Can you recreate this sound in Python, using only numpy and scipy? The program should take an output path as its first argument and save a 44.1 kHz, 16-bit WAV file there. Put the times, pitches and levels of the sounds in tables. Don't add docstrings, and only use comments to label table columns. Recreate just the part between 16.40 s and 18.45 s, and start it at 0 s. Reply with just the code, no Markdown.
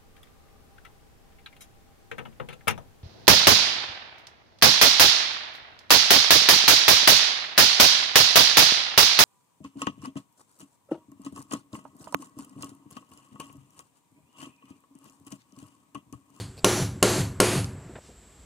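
import sys
import numpy as np
from scipy import signal
from scipy.fft import rfft, irfft
from scipy.io import wavfile

SR = 44100
rng = np.random.default_rng(int(sys.argv[2]) if len(sys.argv) > 2 else 0)


def pcm_store(signal):
    levels = np.round(np.clip(np.atleast_2d(signal), -1, 1) * 32767)
    wavfile.write(sys.argv[1], SR, levels.astype(np.int16).T)


def volts_from_decibels(level):
    exponent = np.asarray(level, float) / 20
    return 10 ** exponent


N = 90404

BLOW_TIMES = [
    -.19,
    .2451,
    .6272,
    1.0018,
]
DUCK_DB, RECOVER_S = 26, 0.18


def evened(x):
    return x / np.sqrt(np.mean(x ** 2) + 1e-20)


def read(points, hz):
    f, value = np.transpose(points)
    return np.interp(np.log(hz + 1), np.log(f + 1), value)


def add(mix, s, sound):
    at = round(s * SR)
    part = mix[..., max(at, 0):][..., :sound.shape[-1] - max(-at, 0)]
    part += sound[..., max(-at, 0):][..., :part.shape[-1]]


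def colour(x, gain):
    size = x.shape[-1]
    return irfft(rfft(x) * gain(np.fft.rfftfreq(size, 1 / SR)), size)


def peak(f, hz, width_hz):
    return 1 / (1 + ((f - hz) / width_hz) ** 2)


def ring(modes, size, rise=0.091):
    t = np.arange(size) / SR
    total = 0
    for hz, db, t60 in modes:
        fade = volts_from_decibels(db - 60 * t / max(t60, .003))
        swell = 1 - np.exp(-t * hz / rise)
        total = total + fade * swell * np.sin(2 * np.pi * hz * t)
    return total


def pair(mid, other, side_table):
    side = colour(other, lambda f: volts_from_decibels(read(side_table, f)))
    return np.array([mid + side, mid - side])


def room_tone():
    # pitch_hz, level_db (per Hz)
    floor_tone = [(25, -14), (60, 5), (110, -10), (260, -14), (1280, -25.5), (6000, -32),
                  (9500, -39), (14100, -43), (14450, -70)]
    # pitch_hz, side_minus_mid_db
    width_table = [(60, -68), (110, -12), (200, -36), (380, -7), (700, -11), (1290, -11), (2380, -13.5),
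                   (4400, -11.5), (8120, -18), (15000, 10)]
    whine_hz, whine_width_hz = 7670, 600
    rustle_s, rustle_len_s = 1.665, .04
    hush = []
    for noise in rng.standard_normal((2, N)):
        floor = evened(colour(noise, lambda f: volts_from_decibels(read(floor_tone, f))))
        whine = evened(colour(noise[::-1], lambda f: 1 / (1 + ((f - whine_hz) / whine_width_hz) ** 4)))
        hush.append(volts_from_decibels(-51.5) * floor + volts_from_decibels(-61.5) * whine)
    brush = np.exp(-.5 * ((np.arange(N) / SR - rustle_s) / rustle_len_s) ** 2)
    cloth = evened(colour(rng.standard_normal(N), lambda f: f / (f + 3000) / (1 + (f / 8000) ** 6)))
    return pair(hush[0] + volts_from_decibels(-60) * brush * cloth, hush[1], width_table)


def tap(db, top_hz, length_s):
    noise = rng.standard_normal(8192)
    t = np.arange(len(noise)) / SR
    body = evened(colour(noise, lambda f: f / (f + 200) ** 2.12 / (1 + (f / top_hz) ** 4)))
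    return volts_from_decibels(db - 20 * t / length_s) * np.minimum(t / 0.0038, 1) * body


def chatter(db):
    # pitch_hz, width_hz, level_db
    punch_ring = [(530, 140, 2.5), (2500, 120, -1), (4530, 490, -1), (8800, 700, -13.5), (12500, 790, -20)]
    noise = rng.standard_normal(4096)
    t = np.arange(len(noise)) / SR
    body = evened(colour(noise, lambda f: sum(volts_from_decibels(d) * peak(f, hz, w) for hz, w, d in punch_ring)))
    return volts_from_decibels(db - 60 * t / .025) * np.minimum(t / 0.00028, 1) * body


def workshop(noise):
    # pitch_hz, level_db (per Hz)
    echo_tone = [(25, -32.5), (60, 4), (130, 0.5), (300, -12.5), (1200, -21), (3500, -26), (11500, -34),
                 (13000, -45.5), (16000, -56)]
    # pitch_hz, t60_s
    echo_fade = [(60, 0.45), (130, 0.92), (300, 0.27), (1000, 0.29), (3000, 0.31), (8000, 0.31),
                 (15000, 0.32)]
    late_db, late_t60_s, late_top_hz = -14, 2.86, 2200
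    hz, t, z = signal.stft(noise, SR, nperseg=1024, noverlap=896)
    shape = volts_from_decibels(read(echo_tone, hz))[:, None]
    shape = shape / np.sqrt(np.mean(shape ** 2))
    since = t - RECOVER_S
    near = volts_from_decibels(-60 * since / read(echo_fade, hz)[:, None])
    late = volts_from_decibels(late_db - 60 * since / late_t60_s) / (1 + (hz[:, None] / late_top_hz) ** 4)
    shape = shape * volts_from_decibels(-DUCK_DB) * np.hypot(near, late)
    tail = signal.istft(z * shape, SR, nperseg=1024, noverlap=896)[1][:, :SR]
    return tail * (1 - np.exp(-np.arange(SR) / SR / 0.0024))


def wood_knock():
    wood_pitches = [113, 198, 289, 360, 400, 432, 500, 600, 724, 886, 1080, 1385, 2180, 2850]
    # level_db, t60_s
    wood_levels = [(-8.5, 0.24), (-3, 0.14), (-2, 0.11), (-7.5, 0.26), (0.5, .13), (-0.5, .12), (-5, 0.13),
                   (-0.5, 0.072), (4, 0.036), (-1, 0.027), (6.5, 0.026), (-7, 0.1), (-6.5, 0.039),
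                   (1.5, 0.02)]
    # pitch_hz, level_db, t60_s
    bench_hum = [(277.1, -34.5, 0.79), (379.4, -43.5, 1), (189.3, -28, 0.27)]
    # pitch_hz, level_db, t60_s
    drop_back = [(111.7, -7, 0.53), (146.3, -0.5, 0.21), (58, -27, 0.1)]
    modes = [(hz, *row) for hz, row in zip(wood_pitches, wood_levels)]
    wood = -volts_from_decibels(9.5) * ring(modes + bench_hum, size=SR, rise=0.37)
    add(wood, .15, volts_from_decibels(-22.5) * ring(drop_back, size=SR))
    return wood


def crack(tools):
    # pitch_hz, level_db
    crack_tone = [(300, -30), (600, -8), (1100, -2), (3500, -9), (5500, -6), (11000, -11), (13500, -22),
                  (16000, -38)]
    noise = rng.standard_normal((2, SR))
    burst = evened(colour(noise, lambda f: tools(f) * volts_from_decibels(read(crack_tone, f))))
    return burst * volts_from_decibels(15 - 60 * np.arange(SR) / SR / .028)


def steel_ring(low_db, high_db):
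    t = np.arange(SR) / SR
    waver = evened(colour(rng.standard_normal((2, SR)), lambda f: peak(f, 0, 60)))
    strength = 1 + .6 * waver * np.minimum(t / 0.029, 1)
    low = volts_from_decibels(low_db) * np.sin(2 * np.pi * 10945 * t)
    high = volts_from_decibels(high_db) * np.sin(2 * np.pi * 11710 * t)
    return strength * (low + high) * volts_from_decibels(-60 * t / .33)


def blow(db, low_db, high_db, face, same):
    # pitch_hz, side_minus_mid_db
    width_table = [(60, -28), (110, -72), (200, -38), (380, -34), (700, -29), (1290, -34), (2380, -29.5),
                   (4400, -27.5), (8120, -15), (15000, -12.5)]

    def tools(f):
        return 1 + sum((volts_from_decibels(d) - 1) * peak(f, hz, 300) for hz, d in face)

    def share(f):
        return 1 / (1 + (f / 1040) ** 2)

    fresh = rng.standard_normal((2, SR))
    noise = colour(same, lambda f: np.sqrt(share(f)))
    noise = noise + colour(fresh, lambda f: tools(f) * np.sqrt(1 - share(f)))
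    air = workshop(noise) + crack(tools) + steel_ring(low_db, high_db)
    rise = np.minimum(np.arange(SR) / SR / .0011, 1) ** 2
    return volts_from_decibels(db) * (pair(air[0], air[1], width_table) * rise + wood_knock())


def scene():
    # strength_db, low_steel_db, high_steel_db
    strengths = [
        (-7.5, -27, -36),
        (-0.5, -46, -32),
        (0.5, -26, -15),
        (0.5, -13, -51),
    ]
    # pitch_hz, level_db (over plain noise)
    faces = [
        [(3300, 6), (4500, 13), (6700, 8), (8600, 12), (9950, 11), (13100, 13)],
        [(4300, 5), (6000, 11), (7200, 8), (10400, 11), (13200, 12), (15400, 12)],
        [(4400, 6), (6400, 8), (7400, 9), (8600, 6), (10900, 9), (13700, 7)],
        [(2600, 4), (4600, 5), (6700, 7), (8500, 9), (10950, 10), (15400, 12)],
    ]
    # start_s, level_db
    slips = [
        (.170, -50),
        (.1775, -41),
        (.185, -41),
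        (.192, -42),
        (.203, -52),
    ]
    # start_s, level_db, top_hz, length_s
    touches = [
        (0.554, -36, 335, 0.071),
        (1.348, -38, 500, 0.027),
        (1.492, -39.5, 600, 0.057),
        (1.553, -34.5, 3800, 0.028),
        (1.581, -35.5, 1000, 0.017),
        (1.645, -52, 400, 0.025),
        (1.688, -37.5, 660, 0.014),
        (1.698, -45, 650, 0.042),
    ]
    change_s = 1.593
    mix, same = np.zeros((2, N)), rng.standard_normal((2, SR))
    for s, strength, face in zip(BLOW_TIMES, strengths, faces):
        sound = blow(*strength, face, same)
        add(mix, s, sound)
        add(mix, s - .002, volts_from_decibels(-50) * sound)
    mix = mix * (np.arange(N) < change_s * SR) + room_tone()
    for s, db in slips:
        add(mix, s, chatter(db))
    for s, *touch in touches:
        longest = round((change_s - s) % 1 * SR)
        add(mix, s, tap(*touch)[:longest])
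    return mix


def band_limit(x):
    return signal.sosfilt(signal.butter(12, 16870, fs=SR, output="sos"), x)


def record(dry):
    def mic(f):
        return f ** 2 / (f ** 2 + 42 ** 2) / (1 + (f / 15750) ** 60)

    clip = 0.58
    since = np.arange(N) / SR - np.array(BLOW_TIMES)[:, None]
    duck = np.clip(since / .0018, 0, 1) * np.clip(1 - since / RECOVER_S, 0, 1)
    ducked = dry * volts_from_decibels(-DUCK_DB * duck.max(axis=0))
    return band_limit(colour(clip * np.tanh(ducked / clip), mic))


dry = scene()
out = record(dry)
pcm_store(out)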